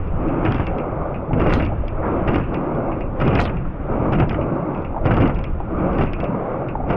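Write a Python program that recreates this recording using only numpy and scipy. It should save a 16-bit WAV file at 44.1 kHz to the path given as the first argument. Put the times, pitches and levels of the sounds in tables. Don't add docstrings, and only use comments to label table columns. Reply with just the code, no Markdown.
import sys
import numpy as np
from scipy import signal
from scipy.fft import rfft, irfft
from scipy.io import wavfile
from scipy.ndimage import uniform_filter1d, minimum_filter1d

SR = 44100
rng = np.random.default_rng(int(sys.argv[2]) if len(sys.argv) > 2 else 0)


def unload_wav(signal):
    wavfile.write(
        sys.argv[1],
        SR,
        np.round(np.clip(np.atleast_2d(signal).T, -1, 1) * 32767).astype(np.int16),
    )


N = 306936
TIME = np.arange(N) / SR
SLOW_TIME = TIME[::64]
CUTOFF_HZ = 15100

# start in seconds, rattle in dB, rattle length in s, splash in dB,
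# splash length in s, water in the drive in dB, seats at full speed before the catch in s,
# seats speeding up in s per 20 dB, seats sliding up in dB, seats driving back in dB.
CATCHES = [(0.437, -34, 0.2, -15, 0.041, -24.5, .18, .17, -25, -26.5),
           (2.277, -31, 0.11, -19, 0.056, -21, 0.21, 0.24, -23.5, -27),
           (4.116, -36.5, 0.13, -17.5, 0.097, -21, .2, 0.17, -24.5, -27),
           (5.98, -31.5, 0.067, -16.5, 0.027, -20.5, 0.19, 0.19, -24, -26.5)]
# start in seconds, rattle in dB, rattle length in s,
# rise of the wash in s per 20 dB, wash in dB, gust in dB.
FINISHES = [(-0.47, -30.5, 0.35, .04, -9, -29), (1.378, -32.5, 0.26, 0.22, -16, -21.5),
            (3.201, -30, 0.19, 0.048, -16.5, -26.5), (5.048, -32, 0.18, 0.03, -18, -25.5),
            (6.883, -38, .2, 0.11, -19.5, -25)]

# delay in s, rise in s per 20 dB, hold in s, fall in s per 20 dB.
GUST = (.01, .1, .15, .5)
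HULL_RUN = (-0.19, 0.25, .15, 0.0067)
HULL_DRIVE = (0.33, 0.42, 0.17, 0.52)
RUSH_UP = (-.06, 0.42, -0.025, 0.26)
DRIVE_BACK = (0.26, 0.1, 0.37, 0.48)
ROCK_BACK = (.01, .08, .2, .3)

# start in seconds, depth in dB, length in s.
LULLS = [(0.765, -6, 0.38), (2.568, -12, 0.21), (3.718, -5, 0.08), (4.493, -16, 0.21), (5.653, -5.5, 0.015),
         (6.281, -13, 0.34)]
# start in seconds, level in dB, initial pitch in Hz, swell in s.
PLOPS = [(0.596, -25, 606, 0.0042), (1.103, -27, 750, 0.0018), (1.222, -27, 620, 0.0034),
         (1.305, -22, 740, 0.0064), (1.363, -14.5, 580, 0.0015), (1.461, -9, 562, 0.0017),
         (1.718, -21.5, 752, 0.0034), (1.836, -23, 600, 0.0028), (2.518, -31, 523, 0.0017),
         (2.78, -21, 534, 0.0022), (2.884, -17, 708, 0.0026), (3.0, -28.5, 683, .0015),
         (3.125, -33.5, 904, 0.0025), (3.653, -30, 1250, 0.0021), (4.388, -15, 560, 0.0039),
         (4.464, -22, 556, 0.0012), (4.626, -21, 548, 0.0022), (4.945, -23, 860, 0.0019),
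         (4.963, -17.5, 813, 0.0033), (4.978, -23.5, 902, 0.0023), (5.013, -22, 580, 0.0042),
         (5.081, -18, 705, 0.0043), (5.602, -22.5, 850, 0.002), (6.231, -16.5, 597, 0.0031),
         (6.753, -15.5, 880, 0.0016), (6.799, -21, 688, 0.0061), (6.836, -24.5, 794, 0.0041)]
# start in seconds, level in dB.
SCUFFS = [(2.027, -24), (2.053, -26.5), (2.076, -29)]
# start in seconds, tick in dB, ring in dB.
TICKS = [(0.074, -49, -47), (0.284, -46, -34), (0.3238, -54, -49), (0.6680, -31, -27), (0.7841, -39, -29.5),
         (1.1438, -56.5, -31.5), (1.651, -33, -31), (1.663, -36, -30), (1.8812, -34.5, -32),
         (2.411, -56, -34.5), (2.438, -57, -35), (2.5437, -34, -26), (2.7497, -51, -46), (2.917, -56, -35),
         (3.0087, -45, -29.5), (3.0548, -63, -45), (3.266, -55, -31), (3.27, -56, -29), (3.306, -55, -29),
         (3.389, -50, -19), (3.5696, -50, -35.5), (4.2944, -26.5, -27.5), (4.4127, -62.5, -32),
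         (4.7477, -50, -35.5), (4.776, -50, -45), (4.8215, -49, -43), (4.8482, -48.5, -35),
         (5.2772, -34, -31), (5.3466, -41, -47), (5.36, -48, -32), (5.3896, -40, -35), (5.4407, -31, -29.5),
         (5.602, -52, -47), (5.7873, -50, -41), (5.9315, -43, -39), (5.951, -47, -34.5),
         (6.071, -57.5, -30), (6.1338, -31, -26.5), (6.2026, -34.5, -30), (6.2415, -37, -30),
         (6.6858, -45, -29.5)]
# start in seconds, clink in dB, snap in dB,
# zing in dB, pitch at which the zing splits in Hz.
CLINKS = [(1.5378, -32, -19, -46, 7700), (3.403, -33, -20.5, -43, 7540), (3.414, -38, -25, -38.5, 7230)]
# start in seconds, clack in dB, thud in the hull in dB,
# sharp edge in dB.
KNOCKS = [(0.451, -18, -20, -34), (0.4606, -18, -17, -52), (0.4743, -25, -6, -53), (0.4845, -25, -7, -47),
          (0.509, -27, -12.5, -48), (0.5217, -22, -14, -26.5), (0.5451, -27, -11, -31),
          (0.562, -30, -15, -39), (0.582, -28, -19, -44), (0.5972, -23, -7, -55), (0.602, -24.5, -9, -48),
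          (0.6164, -33, -11.5, -50), (1.332, -23, -5.5, -49), (1.4043, -26, -3.5, -53),
          (1.4154, -22, -4, -34), (1.4215, -27, -12, -52), (1.4437, -39, -15, -47), (1.4624, -22, -5, -46),
          (1.481, -26, -10, -50), (1.4993, -24, -22, -36), (1.524, -14.5, -19, -41),
          (1.5363, -21, -19, -31), (1.552, -25, -12, -50), (1.6015, -21.5, -26, -53),
          (1.605, -23.5, -17, -53), (2.2782, -19.5, -17, -44), (2.2899, -26, -1.5, -47),
          (2.3179, -36, -11, -47), (2.336, -36.5, -6, -42), (2.358, -17.5, -4, -28), (2.3827, -29, -5, -39),
          (2.3992, -34, -9, -47), (3.213, -16.5, -18, -36), (3.218, -20, -5, -35), (3.23, -33, -17.5, -50),
          (3.279, -22, -8, -28), (3.293, -34, -6, -51), (3.307, -28, -10, -57), (3.329, -23, -4, -48),
          (3.3528, -15, 0.5, -18.5), (3.374, -19, -17, -50), (3.389, -17, -15, -48),
          (3.392, -14, -2.5, -40), (3.453, -23.5, -29, -27), (3.494, -25, -29, -52),
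          (4.124, -20.5, -7, -41), (4.133, -19, -27.5, -35), (4.186, -24, -14, -51),
          (4.1994, -15.5, -3.5, -31.5), (4.2229, -21, -0.5, -59.5), (4.2352, -29.5, -8.5, -52),
          (4.31, -26, -14.5, -49), (4.3289, -27.5, -9, -42), (4.344, -23, -28.5, -58),
          (5.055, -21, -2, -32), (5.0614, -28, -7, -31.5), (5.1082, -14.5, 2, -39), (5.119, -24, -9.5, -41),
          (5.1413, -25, -12, -37), (5.168, -18.5, -8, -34), (5.175, -25, 0, -38), (5.18, -27, -6, -36),
          (5.202, -17.5, -1, -44.5), (5.2089, -26, -22, -32.5), (5.222, -26, -9, -42),
          (5.236, -23, -13, -48), (5.2548, -22, -15, -55), (5.265, -21, -16, -55), (5.296, -23, -15, -54),
          (5.9839, -23, -19, -37), (5.991, -27, -20, -50), (6.0103, -21, -6, -43), (6.0246, -32, -13, -36),
          (6.037, -33, -7, -34), (6.9011, -21.5, -15, -41), (6.9076, -21, -5, -37), (6.927, -26, -12, -54)]

# frequency in Hz, relative density in dB per Hz.
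LAKE = [(200, -2), (1000, -7.5), (1800, -13.5), (2700, -26.5), (3200, -30), (3600, -31.5), (3950, -52),
        (5200, -47), (7000, -66), (15000, -89)]
WIND = [(8, -9.5), (25, -0.5), (50, -6), (90, -8), (160, -16.5), (400, -51.5), (1500, -62.5), (4000, -110)]
WATER = [(40, -19), (90, -7), (140, 3.5), (220, -3), (320, -0.5), (420, -12), (800, -18), (1400, -21),
         (1800, -39), (2700, -37.5), (3200, -59.5), (4100, -66.5), (5200, -69.5), (7500, -85),
         (15000, -100)]
RUSH = [(300, -13), (700, 0.5), (1400, 4), (1750, -11), (2400, -7.5), (2800, -13), (3300, -24.5),
        (4000, -45.5), (8000, -70.5)]
SEATS = [(120, -22.5), (300, 1.5), (530, 3.5), (780, -0.5), (1000, -4), (1230, -5), (1500, -12),
         (1800, -27), (2200, -20), (2750, -34.5), (3200, -45), (4100, -69.5), (5200, -70), (7500, -87),
         (15000, -100)]
SCUFF = [(500, -31), (1200, 6), (1650, 1), (2100, -12.0), (3000, -28.5), (4200, -51), (9000, -90)]
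GRIND = [(150, -19.5), (500, 4.5), (950, -0.5), (1250, 8.5), (1750, 0.5), (2300, -0.5), (2850, -3),
         (3300, -17.5), (4100, -37.5), (5100, -37.5), (6000, -43), (7500, -66), (14000, -72)]
OARLOCK = [(150, -28), (500, 1.5), (950, 3), (1250, 9.5), (1750, 5), (2300, 11), (2800, -11.5), (3300, -13),
           (4150, -34), (5000, -32.5), (6000, -57.5), (7500, -42), (14000, -47.5)]
CASE = [(1200, -18.5), (1900, -10.5), (2250, -6.5), (2550, -2.5), (2850, -6), (3080, -25.5), (3800, -39),
        (7000, -62)]
EDGE = [(500, -9.5), (1600, 0), (2700, 3.5), (3300, 16), (4100, -6), (4550, 0), (5100, 2.5), (5800, -11),
        (6600, -20.5), (7800, -43.5), (10000, -53), (15000, -64)]
SNAP = [(1000, -13), (3000, 2), (4200, 3.5), (5300, -8), (7300, -17), (8500, -30), (12000, -55)]
SIZZLE = [(600, -14), (2200, -11), (3100, 3.5), (4000, -8), (5300, -17.5), (6300, -19), (7500, -35),
          (9200, -25.5), (11000, -41), (16000, -65)]
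HULL = [(30, -18.5), (70, 1.5), (110, 8), (220, -4), (320, -3.5), (400, -2.5), (520, -7), (800, -9.5),
        (1400, -16.5), (3000, -55.5), (6000, -100)]
# frequency as a ratio to the bubble pitch, level in dB.
CAVITY = [(1 / 4, -30), (0.72, -8), (1, 0), (0.86, -5), (2, -32), (6, -85)]

# frequency in Hz, bandwidth in Hz, relative level in dB.
TRACK_MODES = [(323.2, 16, -7.5), (550, 110, -5.5), (1212, 98, -16)]
# nominal frequency in Hz, relative level in dB, t60 in s.
CASE_MODES = [(2225, 0, 0.062), (2400, -6, 0.043), (2426, -3.5, 0.15), (2640, -5, 0.14), (2640, -6, 0.11)]
METAL_MODES = [(1900, 12, 0.099), (2160, 8, 0.084), (2160, 1, .14), (2640, -9, .17), (3150, -2, 0.23),
               (3130, -5, 0.21), (3760, -5, .15), (4070, -11, .17), (4100, -4, .16), (4950, -6, .09),
               (5400, -11, .1), (6450, -15.5, .08)]
GATE_MODES = [(318, -11, 0.012), (555, -1.5, 0.06), (756, 2.5, 0.097), (946, -2, 0.05), (1253, -3.5, 0.16),
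              (1455, -5, 0.081), (2230, -17, 0.044), (2640, -11, 0.054)]

BREEZE_DB, RIPPLE_DB, SEAT_IDLE_DB = -22.5, -32.5, -39
LULL_RISE_S, LULL_FALL_S = 0.054, 0.31
SPLASH_AFTER_S, SPLASH_RISE_S, SPLASH_FALL_S = 0.016, 0.11, .22
WASH_AFTER_S, WASH_HOLD_S, WASH_FALL_S = 0.021, 0.18, 0.26
SLIDE_FALL_S = 0.13
RATTLE_RISE_S, RATTLE_FALL_S = 0.0091, 0.033
RUB_DB, RUB_RISE_S, RUB_FALL_S = -4, 0.029, .6
DIVE_S, DIVE_PEAK_S, DIVE_RISE_S, DIVE_FALL_S, DIVE_WIDTH_HZ = 0.06, 0.065, 0.064, 0.041, 1900
CLIMB_HZ, CLIMB_S, CLIMB_T60_S, CLIMB_WIDTH_HZ, CLIMB_DB = 3600, 0.038, 0.25, 2000, -21.5


def amp(db):
    return 10 ** (np.asarray(db) / 20)


def unit(x):
    return x / np.sqrt(np.mean(x ** 2) + 1e-20)


def add(mix, s, sound):
    part = mix[max(round(s * SR), 0):][:len(sound)]
    part += sound[:len(part)]


def noise():
    return rng.standard_normal(N)


def response(spectrum, size=4096):
    hz, db = np.transpose(spectrum)
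    log_hz = np.log(np.fft.rfftfreq(size, 1 / SR) + 1)
    log_gain = np.log(amp(np.interp(log_hz, np.log(hz), db)))
    cepstrum = irfft(log_gain)
    cepstrum[1:size // 2] *= 2
    cepstrum[size // 2 + 1:] = 0
    taps = irfft(np.exp(rfft(cepstrum)))
    return taps / np.linalg.norm(taps)


def colour(x, spectrum):
    return signal.oaconvolve(x, response(spectrum))[:len(x)]


def churn(x, depth_db, frame_count=12, bin_count=3):
    grid = signal.stft(x, nperseg=1024, noverlap=768)[2]
    patches = uniform_filter1d(rng.standard_normal(grid.shape), frame_count, axis=1)
    patches = uniform_filter1d(patches, bin_count, axis=0)
    return signal.istft(grid * amp(depth_db * unit(patches)), nperseg=1024, noverlap=768)[1][:N]


def surges(depth_db, length_s):
    steps = rng.standard_normal(1000)
    return amp(depth_db * np.interp(TIME / length_s, np.arange(len(steps)), steps))


def swell(s, after_s, rise_s, hold_s, fall_s):
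    t = SLOW_TIME - s - after_s
    return amp(-20 * (np.maximum(-t, 0) / rise_s + np.maximum(t - hold_s, 0) / fall_s))


def together(gains):
    return np.interp(TIME, SLOW_TIME, np.sqrt(sum(gain ** 2 for gain in gains)))


def impacts(per_s, spread_db):
    size = amp(spread_db * np.minimum(rng.exponential(1, N), 4))
    return unit(size * rng.choice([-1, 1], N) * (rng.random(N) < per_s / SR))


def blow(spectrum, t60, chatter, size=8000):
    t = np.arange(size) / SR
    force = rng.standard_normal(size) * amp(-60 * t / t60) * (1 - np.exp(-t / 0.0007))
    force *= chatter / np.linalg.norm(force)
    force[0] += 1
    sound = colour(force, spectrum)
    return sound / abs(sound).max()


def ring(modes, detune, onset_s, size=12000):
    t = np.arange(size) / SR
    sound = np.zeros(size)
    for hz, db, t60 in modes:
        cycles = hz * rng.normal(1, detune) * t + rng.random()
        sound += amp(db - 60 * t / t60) * np.sin(2 * np.pi * cycles)
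    sound *= np.tanh(t / onset_s) ** 2
    return sound / abs(sound).max()


def bubble(hz, swell_s, rise):
    t = TIME[:SR // 9]
    envelope = (t / swell_s) ** 2 * np.exp(2 - 2 * t / swell_s)
    return envelope * np.sin(2 * np.pi * hz * t * (1 + rise * t))


def lake(level_db=-44, patchy_db=2, lap_db=2.5):
    wash = colour(churn(noise(), patchy_db), LAKE)
    return amp(level_db) * unit(wash * surges(lap_db, length_s=0.11))


def wind(level_db=-0.6):
    lull_db = sum(db * swell(s, 0, LULL_RISE_S, length, LULL_FALL_S) for s, db, length in LULLS)
    gusts = [amp(gust_db) * swell(s, *GUST) for s, *_, gust_db in FINISHES]
    gain = together([amp(BREEZE_DB + lull_db)] + gusts)
    return amp(level_db) * gain * unit(colour(noise(), WIND))


def flow(run_db=-21):
    gains = [amp(RIPPLE_DB)]
    for s, _, _, splash_db, splash_s, drive_db, *_ in CATCHES:
        gains.append(amp(run_db) * swell(s, *HULL_RUN))
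        gains.append(amp(drive_db) * swell(s, *HULL_DRIVE))
        splash = swell(s, SPLASH_AFTER_S, SPLASH_RISE_S, splash_s, SPLASH_FALL_S)
        gains.append(amp(splash_db) * splash)
    for s, _, _, rise_s, wash_db, _ in FINISHES:
        gains.append(amp(wash_db) * swell(s, WASH_AFTER_S, rise_s, WASH_HOLD_S, WASH_FALL_S))
    return together(gains)


def water(level_db=-3.0, patchy_db=2.5, surge_db=2.0):
    churning = colour(churn(noise(), patchy_db, frame_count=18, bin_count=2), WATER)
    return amp(level_db) * flow() * unit(churning * surges(surge_db, length_s=.07))


def rush(level_db=-37, patchy_db=2.0):
    gain = together([swell(s, *RUSH_UP) for s, *_ in CATCHES])
    return amp(level_db) * gain * unit(colour(churn(noise(), patchy_db), RUSH))


def gurgles(level_db=-8, cycles=2.29, rise=1.3, tilt=0.59, count=22):
    out = np.zeros(N)
    for hz in np.geomspace(170, 1100, count):
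        sound = bubble(hz, cycles / hz, rise) / hz ** tilt
        for when, strength in rng.random(size=(52, 2)):
            add(out, when * N / SR, (2 * strength - 1) * sound)
    return amp(level_db) * flow() * unit(out)


def plops(level_db=1, rise=6, slosh=0.84):
    out = np.zeros(N)
    for s, db, hz, swell_s in PLOPS:
        add(out, s, amp(db + level_db) * bubble(hz, swell_s, rise))
        cavity = [(ratio * hz, cavity_db) for ratio, cavity_db in CAVITY]
        add(out, s, amp(db) * slosh * blow(cavity, t60=0.12, chatter=8.8))
    return out


def seats(level_db=0.0, patchy_db=1.3, finish_db=-26, drone_db=-7, jolt_db=1.0):
    gains = [amp(SEAT_IDLE_DB)]
    gains += [amp(finish_db) * swell(s, *ROCK_BACK) for s, *_ in FINISHES]
    for s, *_, lead_s, rise_s, up_db, back_db in CATCHES:
        gains.append(amp(up_db) * swell(s, -lead_s, rise_s, lead_s, SLIDE_FALL_S))
        gains.append(amp(back_db) * swell(s, *DRIVE_BACK))
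    bumps = impacts(per_s=7000, spread_db=2.5)
    roll = unit(colour(churn(bumps, patchy_db), SEATS))
    for hz, width_hz, db in TRACK_MODES:
        drone = signal.lfilter(*signal.iirpeak(hz, hz / width_hz, SR), colour(bumps, SEATS))
        roll = roll + amp(drone_db + db) * unit(drone * surges(depth_db=1.0, length_s=0.15))
    return amp(level_db) * together(gains) * unit(roll * surges(jolt_db, length_s=0.036))


def scuffs(level_db=0, t60=0.19):
    out = np.zeros(N)
    for s, db in SCUFFS:
        add(out, s, amp(db + level_db) * blow(SCUFF, t60, chatter=6))
    return out


def ticks(tick_db=0.0, clack_db=-1, ring_db=-5.0, shiver_db=-6, buzz_db=-10, body_db=-6, rebound_db=-7,
          rebound_s=0.012, vary=0.35):
    out = np.zeros(N)
    for s, tick, level in TICKS:
        length, delay = np.exp(vary * rng.standard_normal(2))
        add(out, s, amp(tick + tick_db) * blow(EDGE, t60=0.011, chatter=0.87))
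        add(out, s, amp(level + clack_db) * blow(CASE, t60=0.018, chatter=0.78))
        add(out, s, amp(level + body_db) * blow(OARLOCK, t60=0.016, chatter=1.4))
        add(out, s + rebound_s * delay, amp(level + rebound_db) * blow(OARLOCK, t60=.03, chatter=2.5))
        add(out, s, amp(level + ring_db) * ring(CASE_MODES, detune=.018, onset_s=0.0036))
        add(out, s, amp(level + shiver_db) * blow(CASE, t60=0.19 * length, chatter=13))
        add(out, s, amp(level + buzz_db) * blow(GRIND, t60=0.14 * length, chatter=6.5))
    return out


def rattle(grind_db=-7.5, slip_db=-9.5, edge_db=-27, ring_db=-10):
    strokes = [row[:3] for row in CATCHES + FINISHES]
    turn = together([amp(db) * swell(s, 0, RATTLE_RISE_S, length, RATTLE_FALL_S)
                     for s, db, length in strokes])
    rub = together([amp(db + RUB_DB) * swell(s, 0, RUB_RISE_S, length, RUB_FALL_S)
                    for s, db, length in strokes])
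    friction = np.hypot(turn, rub) * unit(churn(noise(), depth_db=2.0))
    grind = amp(grind_db) * colour(friction, GRIND)
    slips = turn * impacts(per_s=380, spread_db=7.0)
    jerks = amp(slip_db) * colour(slips, OARLOCK) + amp(edge_db) * colour(slips, EDGE)
    case = blow(CASE, t60=0.09, chatter=9.0)
    ringing = amp(ring_db) * signal.oaconvolve(slips, case / np.linalg.norm(case))[:N]
    return grind + jerks + ringing


def glide(hz, width_hz, ragged_db=3):
    smooth = signal.butter(6, width_hz / 2, fs=SR, output="sos")
    in_phase, quadrature = signal.sosfilt(smooth, rng.standard_normal((2, len(hz))))
    carrier = np.exp(2j * np.pi * np.cumsum(hz) / SR)
    band = ((in_phase + 1j * quadrature) * carrier).real
    return unit(band * surges(ragged_db, length_s=0.0036)[:len(hz)])


def zing(split_hz):
    t = TIME[:SR // 4]
    fade_db = -20 * np.maximum((DIVE_PEAK_S - t) / DIVE_RISE_S, (t - DIVE_PEAK_S) / DIVE_FALL_S)
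    dive = amp(fade_db) * glide(split_hz * np.exp(-t / DIVE_S), DIVE_WIDTH_HZ)
    climb_hz = split_hz + CLIMB_HZ * (1 - np.exp(-t / CLIMB_S))
    climb = amp(CLIMB_DB - 60 * t / CLIMB_T60_S) * glide(climb_hz, CLIMB_WIDTH_HZ)
    return dive + climb


def clinks(snap_db=3, ring_db=3, sizzle_db=-6, scrape_s=0.11, sizzle_s=0.14):
    out = np.zeros(N)
    for s, db, snap, zing_db, split_hz in CLINKS:
        add(out, s, amp(snap + snap_db) * blow(SNAP, t60=.004, chatter=0.314))
        add(out, s, amp(db + ring_db) * ring(METAL_MODES, detune=0.017, onset_s=.003))
        fade = amp(-60 * np.maximum((s - TIME) / scrape_s, (TIME - s) / sizzle_s))
        out += amp(db + sizzle_db) * colour(fade * impacts(per_s=4400, spread_db=2.0), SIZZLE)
        add(out, s, amp(zing_db) * zing(split_hz))
    return out


def knocks(clack_db=1.0, thud_db=-1, edge_db=0, ring_db=-3):
    out = np.zeros(N)
    for s, clack, thud, edge in KNOCKS:
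        add(out, s, amp(clack + clack_db) * blow(GRIND, t60=0.063, chatter=2.6))
        add(out, s, amp(clack + ring_db) * ring(GATE_MODES, detune=0.045, onset_s=0.00076))
        add(out, s, amp(thud + thud_db) * rng.choice([-1, 1]) * blow(HULL, t60=0.15, chatter=0.73))
        add(out, s, amp(edge + edge_db) * blow(EDGE, t60=0.01, chatter=0.89))
    return out


def scene():
    surroundings = lake() + wind() + water() + rush() + gurgles() + plops()
    crew = seats() + scuffs() + ticks() + rattle() + clinks() + knocks()
    return (surroundings + crew)[None]


def record(dry):
    ceiling = .58
    gain = (1 + (dry / ceiling) ** 6) ** (-1 / 6)
    gain = minimum_filter1d(gain, size=200)
    gain = uniform_filter1d(uniform_filter1d(gain, size=100), size=100)
    low_pass = signal.firwin(511, CUTOFF_HZ, window=("kaiser", 9), fs=SR)
    return signal.oaconvolve(dry * gain, low_pass[None], "same")


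dry = scene()
out = record(dry)
unload_wav(out)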